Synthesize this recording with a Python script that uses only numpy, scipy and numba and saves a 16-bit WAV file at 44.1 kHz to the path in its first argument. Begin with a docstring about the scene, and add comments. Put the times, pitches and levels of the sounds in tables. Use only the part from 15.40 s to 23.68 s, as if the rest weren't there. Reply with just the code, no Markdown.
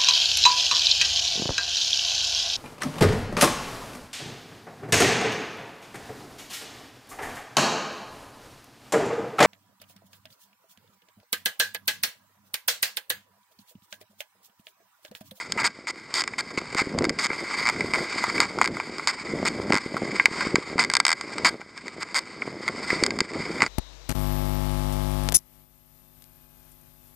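"""Sled runners hiss along a packed forest trail: grainy noise rung through a plastic housing's modes.
The mount ticks, creaks and rattles by stick and slip: each slip strikes the same modes and adds a snap.
Wind buffets the microphone as gusty bands of low noise; jolts thump it as brief low swings.
Gain control ducks the loud bursts and creeps back; one microphone feeds both channels."""
import sys
import numpy as np
from scipy import signal
from scipy.io import wavfile
from scipy.ndimage import uniform_filter1d
from numba import njit

SR = 44100
rng = np.random.default_rng(int(sys.argv[2]) if len(sys.argv) > 2 else 0)


def output_pcm(signal):
    """Save a mono or channel-first signal as 16-bit PCM at the path in sys.argv[1].

    Samples are clipped to [-1, 1] before scaling.
    """
    pcm = np.clip(np.atleast_2d(signal).T, -1, 1) * 32767
    wavfile.write(sys.argv[1], SR, np.round(pcm).astype(np.int16))


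def volts_from_db(level):
    """Convert decibel levels to linear amplitude ratios."""
    exponent = np.asarray(level, float) / 20
    return 10 ** exponent


N = 365126

# All levels are those of the layers, ahead of the gain control.
# runner hiss through the glide: t/s, level/dB
HISS_LEVEL = [(0.0, -36), (0.12, -46.5), (0.46, -49.5), (1.47, -39.5), (1.68, -46.5), (2.17, -31),
              (2.33, -39.5), (2.85, -30.5), (3.23, -42), (4.17, -39.5), (4.56, -41), (4.98, -30),
              (5.5, -44), (6.0, -37.5), (6.2, -49), (7.2, -45), (7.55, -31), (7.8, -41), (8.28, -34.5)]
# wind and shaking on the microphone: t/s, level/dB
GUST_LEVEL = [(0.0, -51.5), (0.23, -34.5), (0.32, -52), (0.8, -47.5), (1.45, -41), (1.63, -27.5),
              (1.87, -42), (2.2, -43), (2.44, -29.5), (2.72, -48), (2.97, -29), (3.14, -40.5),
              (3.33, -25.5), (3.42, -41), (3.83, -44), (3.94, -29), (4.33, -29.5), (4.4, -43), (4.66, -34),
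              (4.89, -39.5), (5.14, -30), (5.23, -43.5), (5.4, -34), (5.78, -46), (6.1, -34), (6.2, -51.5),
              (7.4, -40), (7.63, -30), (7.82, -32.5), (7.89, -46), (7.95, -35.5), (8.28, -34.5)]
# resonant modes of the housing: f/Hz, width/Hz, level/dB
HOUSING_MODES = [(735, 790, -12.5), (1046, 372, -3), (1449, 180, -6.5), (1604, 51, -3), (2037, 167.5, 1),
                 (2284, 239, -2.5), (3184, 250, -17.5), (3638, 220, -15), (4627, 240, -6.5),
                 (5172, 230, -9), (6256, 390, -22.5), (7040, 260, -15.5), (8210, 287, -17),
                 (9810, 116, -37.5), (10530, 430, -50), (12700, 460, -46), (13600, 740, -50)]
# broad resonances of a slip's snap: f/Hz, width/Hz, level/dB
SNAP_BANDS = [(1560, 530, -16), (6860, 3100, -12)]
# eddy sizes in the wind, as bands of rumble: f/Hz, level/dB
EDDY_BANDS = [(65, -16.5), (120, -9.5), (200, -0.5), (310, 2.5), (460, -8.5), (700, -38)]
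# single slips of the mount: t/s, relative level/dB, then against it: body/dB, treble/dB
TICK_SLIPS = [(0.1213, -15.5, -10, 1.5), (0.4705, -18, -11, -14), (0.7405, -19, -10, 1.5),
              (0.8186, -13.5, -10, -7), (0.8383, -15.5, -11, -7), (0.8766, -13, -11, -11),
              (0.936, -22, -11, -30), (1.3474, -20, -1.5, -6.5), (1.5871, -13, -7, -5),
              (1.642, -9.5, -10, -8.5), (1.6513, -11, -7.5, -10), (1.6224, -22, -4, -9),
              (1.6941, -9.5, -14, -8.5), (1.7005, -22, -11, -14), (1.9017, -14.5, -9.5, -29),
              (1.915, -18.5, -4.5, -28), (1.931, -17.5, -5, -21), (2.4069, -8, -15, -19.5),
              (2.8397, -9.5, 0, -15), (2.8987, -12, -9, -20), (2.9798, -11, -13, -24),
              (3.0027, -1.5, -6, -7.5), (3.1868, -18.5, 4, -8), (3.2141, -1, -4, -15),
              (3.2213, -8, -14, -12), (3.2309, -20, -11, -3), (3.2429, -9, -7, -12), (3.25, -10, -8, -15),
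              (3.2579, -11, -18, -9), (3.2753, -12.5, -5.5, -7.5), (3.3692, -19, -2.5, -18),
              (3.3999, -13.5, -6, -20), (3.583, -25, 1, -3), (3.5957, -20.5, -4.5, -21),
              (3.6731, -8, -6, -2.5), (4.3025, -21.5, -6, -12), (4.567, -21.5, 6, -34),
              (4.7977, -1.5, -14.5, -41), (4.8567, 7.5, -16.5, -18), (5.1565, 0, -8, -11.5),
              (5.3806, -13, -5, -15), (5.3898, -4.5, -6, -22), (5.4996, -6.5, -12.5, -10),
              (5.6009, -0.5, -7.5, -6), (5.8108, -15.5, -5.5, -5.5), (5.9821, -14, -7, -9),
              (6.0471, -5.5, -4.5, -9.5), (6.2143, -22, -1.5, -18), (6.3768, -23.5, -14, -12),
              (6.4806, -20.5, -14, -10.5), (6.7445, -17.5, -6, -6), (6.79, -16, -5, -4),
              (7.0203, -17, -8.5, -36), (7.503, -4, -21, -27), (7.6366, -3, -12, -7),
              (7.6637, -9.5, -7.5, -3), (7.706, -10, -16, -15), (7.7883, -16.5, -6, -5),
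              (7.805, -5.5, -12, -6), (8.205, -11, -7, -23), (8.2633, -13, -8, -12)]
# creaks, slips too quick to count:
# start t/s, length/s, relative first level/dB, last level/dB, treble/dB, mean pace/(slips per s)
CREAK_TRAINS = [(0.175, .022, -25.5, -27, -15, 306), (0.199, .022, -26, -30, -7, 420),
                (0.232, .01, -29, -30, -14, 276), (0.243, 0.035, -19, -22, -3.5, 210),
                (0.475, 0.034, -30.5, -33, -3, 270), (0.743, 0.07, -31, -28, 0.5, 307),
                (0.982, 0.025, -25, -31, -3, 314), (1.175, .018, -26, -32, -5, 203),
                (1.368, .034, -27, -19, -10, 237), (1.403, .02, -29, -26, -6, 280),
                (1.788, .028, -22, -32, -3, 293), (1.82, .03, -28.5, -25, -1.5, 310),
                (3.007, 0.047, -19, -29.5, -8, 215), (3.675, 0.039, -21.5, -30, -4.5, 270),
                (4.052, 0.035, -24, -23, -4.5, 214), (4.567, 0.013, -40, -38, -3, 250),
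                (5.007, 0.0155, -15.5, -43, -14, 250), (5.394, 0.035, -14.5, -23, -6.5, 225),
                (6.05, .046, -9, -21, -6, 295), (6.603, 0.029, -39.5, -25.5, -8.5, 213),
                (6.751, .034, -22.5, -25.5, -1, 264), (7.279, 0.011, -22.5, -30.5, -9, 147)]
# rattles, slips slow enough to count: same columns as the creaks
RATTLE_TRAINS = [(1.852, 0.02, -23.5, -28, -2.5, 127), (2.254, 0.047, -24.5, -13.5, -10, 115),
                 (2.536, 0.025, -18.5, -18, -11.5, 145), (4.3227, 0.06, -15, -22, -7.5, 100),
                 (5.4289, 0.019, -22, -21.5, -2.5, 112), (5.537, .036, -18, -17.5, -1, 62),
                 (5.6513, 0.036, -13.5, -16, -2.5, 70), (5.6914, .042, -16.5, -16, -4.5, 82),
                 (8.2202, 0.021, -11, -20.5, -12, 107)]
# the hardest jolts: t/s, envelope peak level/dB
JOLTS = [(1.1785, -17.5), (1.3534, -18.5), (1.4192, -16), (1.4724, -19), (1.5508, -16), (1.5819, -17.5),
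         (1.618, -16), (1.672, -17), (1.7082, -16), (1.907, -22.5), (2.4457, -19), (2.96, -35),
         (3.9381, -16), (4.342, -11), (4.463, -18), (4.634, -19.5), (4.9146, -18), (5.0703, -15),
         (5.1449, -7.5), (5.1854, -14), (5.3585, -17.5), (7.5308, -13), (7.628, -11.5), (7.8164, -14),
         (8.0045, -21.5), (8.23, -14)]

# faint slips all along: relative levels start at the floor and rise above it at random
FAINT_PER_S, FAINT_FLOOR_DB, FAINT_MEAN_RISE_DB, FAINT_TREBLE_DB = 9, -35, 4, -13
TICK_TOP_UNDER_TREBLE_DB = 2
CREAK_SLOWING = 0.25  # drop in pace from start to end, as a share of the mean pace
THUMP_HZ, THUMP_SCATTER = 324, 0.12  # scatter: largest share up or down


def curve(rows):
    """Automation lanes: a table's columns joined by straight lines in time."""
    s, *columns = np.transpose(rows)
    return [np.interp(np.arange(N) / SR, s, c) for c in columns]


def unit(x):
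    """Scale to rms 1."""
    return x / np.sqrt(np.mean(x ** 2))


def ring(x, hz, width):
    """One damped mode as a two-pole resonator, gain about 1 at its centre; wider dies sooner."""
    r = np.exp(-np.pi * width / SR)
    edge = (1 - r * r) / 2
    return signal.lfilter([edge, 0, -edge], [1, -2 * r * np.cos(2 * np.pi * hz / SR), r * r], x)


def walk(rate):
    """Random levels held 1 / rate s and slewed twice; spread 1."""
    hold = int(SR / rate)
    w = np.repeat(rng.standard_normal(N // hold + 1), hold)
    w = uniform_filter1d(uniform_filter1d(w, hold), hold)[:N]
    return w / w.std()


def grains(per_s, spread_db):
    """Scattered impulses of either sign, many small and a few large; rms 1."""
    hit = rng.random(N) < per_s / SR
    sign = np.sign(rng.standard_normal(N))
    size = np.minimum(rng.exponential(size=N), 3.5)
    return unit(hit * sign * volts_from_db(spread_db * size))


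def runner_hiss(db):
    """Runners scrape packed snow: flickering noise and grains, heard through the housing's modes."""
    scrape = unit(rng.standard_normal(N) + 0.6 * grains(900, 3.5))
    snow = scrape * volts_from_db(1.2 * walk(25) + 2.2 * walk(90))
    hiss = 0
    for k, (hz, width, mode_db) in enumerate(HOUSING_MODES):
        # each mode also wavers on its own; neighbours have opposite polarity
        hiss = hiss + (-1) ** k * volts_from_db(mode_db) * ring(snow * volts_from_db(0.6 * walk(12)), hz, width)
    return unit(hiss) * volts_from_db(db)


def buffeting(db):
    """Eddies of every size swing the membrane in flurries; strong gusts carry more small, quick eddies."""
    flurry, out = walk(14), 0
    knocks = grains(45, 3.95) * volts_from_db(4.0 * flurry)  # some eddies hit at every size at once
    for hz, size_db in EDDY_BANDS:
        eddies = grains(0.7 * hz, 4.36) * volts_from_db(2.7 * flurry + 2.3 * walk(18))
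        # the big slow eddies overlap into a smoother rumble
        rumble = 120 / hz * rng.standard_normal(N)
        push = 0.87 * knocks + eddies + rumble
        swing = unit(ring(ring(push, hz, 0.92 * hz), hz, 0.92 * hz))
        gust_tilt_db = 0.022 * (db + 41.0) * np.log2(hz / 280)
        out = out + swing * volts_from_db(size_db + gust_tilt_db)
    return unit(out) * volts_from_db(db)


def tick_slips():
    """Single slips, listed and faint at random: rows (t/s, level/dB, body/dB, treble/dB, top/dB)."""
    when, chance = rng.random((int(FAINT_PER_S * N / SR), 2)).T
    level = FAINT_FLOOR_DB - FAINT_MEAN_RISE_DB * np.log(1 - chance)
    faint = [(w * N / SR, db, -8, FAINT_TREBLE_DB) for w, db in zip(when, level)]
    return [(s, db, body, treble, treble - TICK_TOP_UNDER_TREBLE_DB)
            for s, db, body, treble in TICK_SLIPS + faint]


def train_slips(trains, slowing, jitter, size_db, shine_db):
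    """Stick and slip in uneven runs: rows (t/s, level/dB, body/dB, treble/dB, top/dB)."""
    rows = []
    for start, length, first_db, last_db, treble, mean_pace in trains:
        t = 0
        for gap, size, shine in rng.standard_normal((64, 3)):  # at most 64 slips a train
            if t > length:
                break
            pace = mean_pace * (1 + slowing * (0.5 - t / length))
            glide_db = first_db + (last_db - first_db) * t / length
            # slower trains put the same power in fewer slips
            db = glide_db + 9 - 10 * np.log10(pace / 200) + size_db * size
            bright = treble + shine_db * shine
            rows.append((start + t, db, -9, bright - 4.1, bright - 6.1))
            t += np.exp(jitter * gap) / pace
    return rows


def slip_forces(rows, scatter_db, judder):
    """Force on every mode, a sharp release then a fading judder; also the snap, too short to ring."""
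    s, db, body, treble, top = np.transpose(rows)
    at = np.minimum(s * SR, N - 1).astype(int)
    # each slip grips the modes a little differently
    grip_db = scatter_db * rng.standard_normal((len(rows), len(HOUSING_MODES)))
    # a dull slip lets go less cleanly and judders more
    rough = judder * volts_from_db(np.clip(-0.4 * (top + 10), -3, 9))
    shake = rng.standard_normal(N)
    forces = []
    for k, (hz, _, _) in enumerate(HOUSING_MODES):
        if hz < 1500:
            part_db = body + 9
        elif hz < 2800:
            part_db = 0
        elif hz < 5600:
            part_db = treble + 9.5
        else:
            part_db = top + 13
        size = volts_from_db(db + part_db + grip_db[:, k])
        # the judder is stronger but dies sooner in the high modes: 4.5 ms at 2 kHz
        height = (hz / 2000) ** 0.7
        fade = np.exp(-height / 0.0045 / SR)
        tail = signal.lfilter([1], [1, -fade], np.bincount(at, size * rough, N))
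        forces.append(height * shake * tail - np.bincount(at, size, N))
    release = np.bincount(at, volts_from_db(db + top), N)
    snap = 0
    for hz, width, snap_db in SNAP_BANDS:
        snap = snap + volts_from_db(snap_db) * ring(ring(release, hz, width), hz, width)
    return forces, snap


def mount():
    """Ticks, creaks and rattles of the mount strike the housing's modes; their snaps bypass them."""
    rattles = train_slips(RATTLE_TRAINS, 0, 0.05, 0.8, 1.5)
    creaks = train_slips(CREAK_TRAINS, CREAK_SLOWING, 0.06, 1.4, 1.5)
    tick_force, tick_snap = slip_forces(tick_slips() + rattles, 0.8, 0.048)
    creak_force, creak_snap = slip_forces(creaks, 1.5, 0.055)
    struck = tick_snap + creak_snap
    for k, (hz, width, db) in enumerate(HOUSING_MODES):
        force = volts_from_db(26.5) * (tick_force[k] + creak_force[k])
        struck = struck + (-1) ** k * volts_from_db(db) * ring(force, hz, width)
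    return struck


def thumps():
    """A jolt throws the membrane out and back in a swing or two, either way first."""
    out = np.zeros(N)
    for (s, db), (turn, tune) in zip(JOLTS, rng.random((len(JOLTS), 2))):
        hz = THUMP_HZ * (1 + THUMP_SCATTER * (2 * tune - 1))
        cycles = np.arange(-2, 2, hz / SR)
        swing = volts_from_db(db) * np.sin(2 * np.pi * (cycles + turn)) * np.exp(-(cycles / 0.46) ** 2)
        at = int(s * SR) - len(cycles) // 2
        out[at:at + len(swing)] += swing
    return out


def scene():
    """One microphone hears runners, wind, mount and jolts, and feeds both channels."""
    mono = runner_hiss(*curve(HISS_LEVEL)) + buffeting(*curve(GUST_LEVEL)) + mount() + thumps()
    return np.tile(mono, (2, 1))


@njit
def duck(x, top, power, attack, release):
    """Gain falls fast when the sound passes the level top and creeps back; rates are per sample."""
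    y, envelope = np.empty(len(x)), top
    for i in range(len(x)):
        peak = max(abs(x[i]), top)
        envelope += (peak - envelope) * (attack if peak > envelope else release)
        y[i] = x[i] * (top / envelope) ** power
    return y


def roll_off(x):
    """The treble ends steeply here."""
    return signal.sosfilt(signal.butter(12, 16470, fs=SR, output="sos"), x)


def record(dry):
    """Gain control, 2.5 dB of make-up into a hard ceiling, then a steep cut of the top."""
    ducked = duck(dry[0], top=0.081, power=0.68, attack=0.0025, release=0.00019)
    held = np.clip(ducked * volts_from_db(2.5), -1, 1)
    low_pass = signal.butter(N=8, Wn=14500.0, fs=SR, output="sos")
    dull = signal.sosfilt(low_pass, held)
    return roll_off(np.array([dull, dull]))


dry = scene()
out = record(dry)
output_pcm(out)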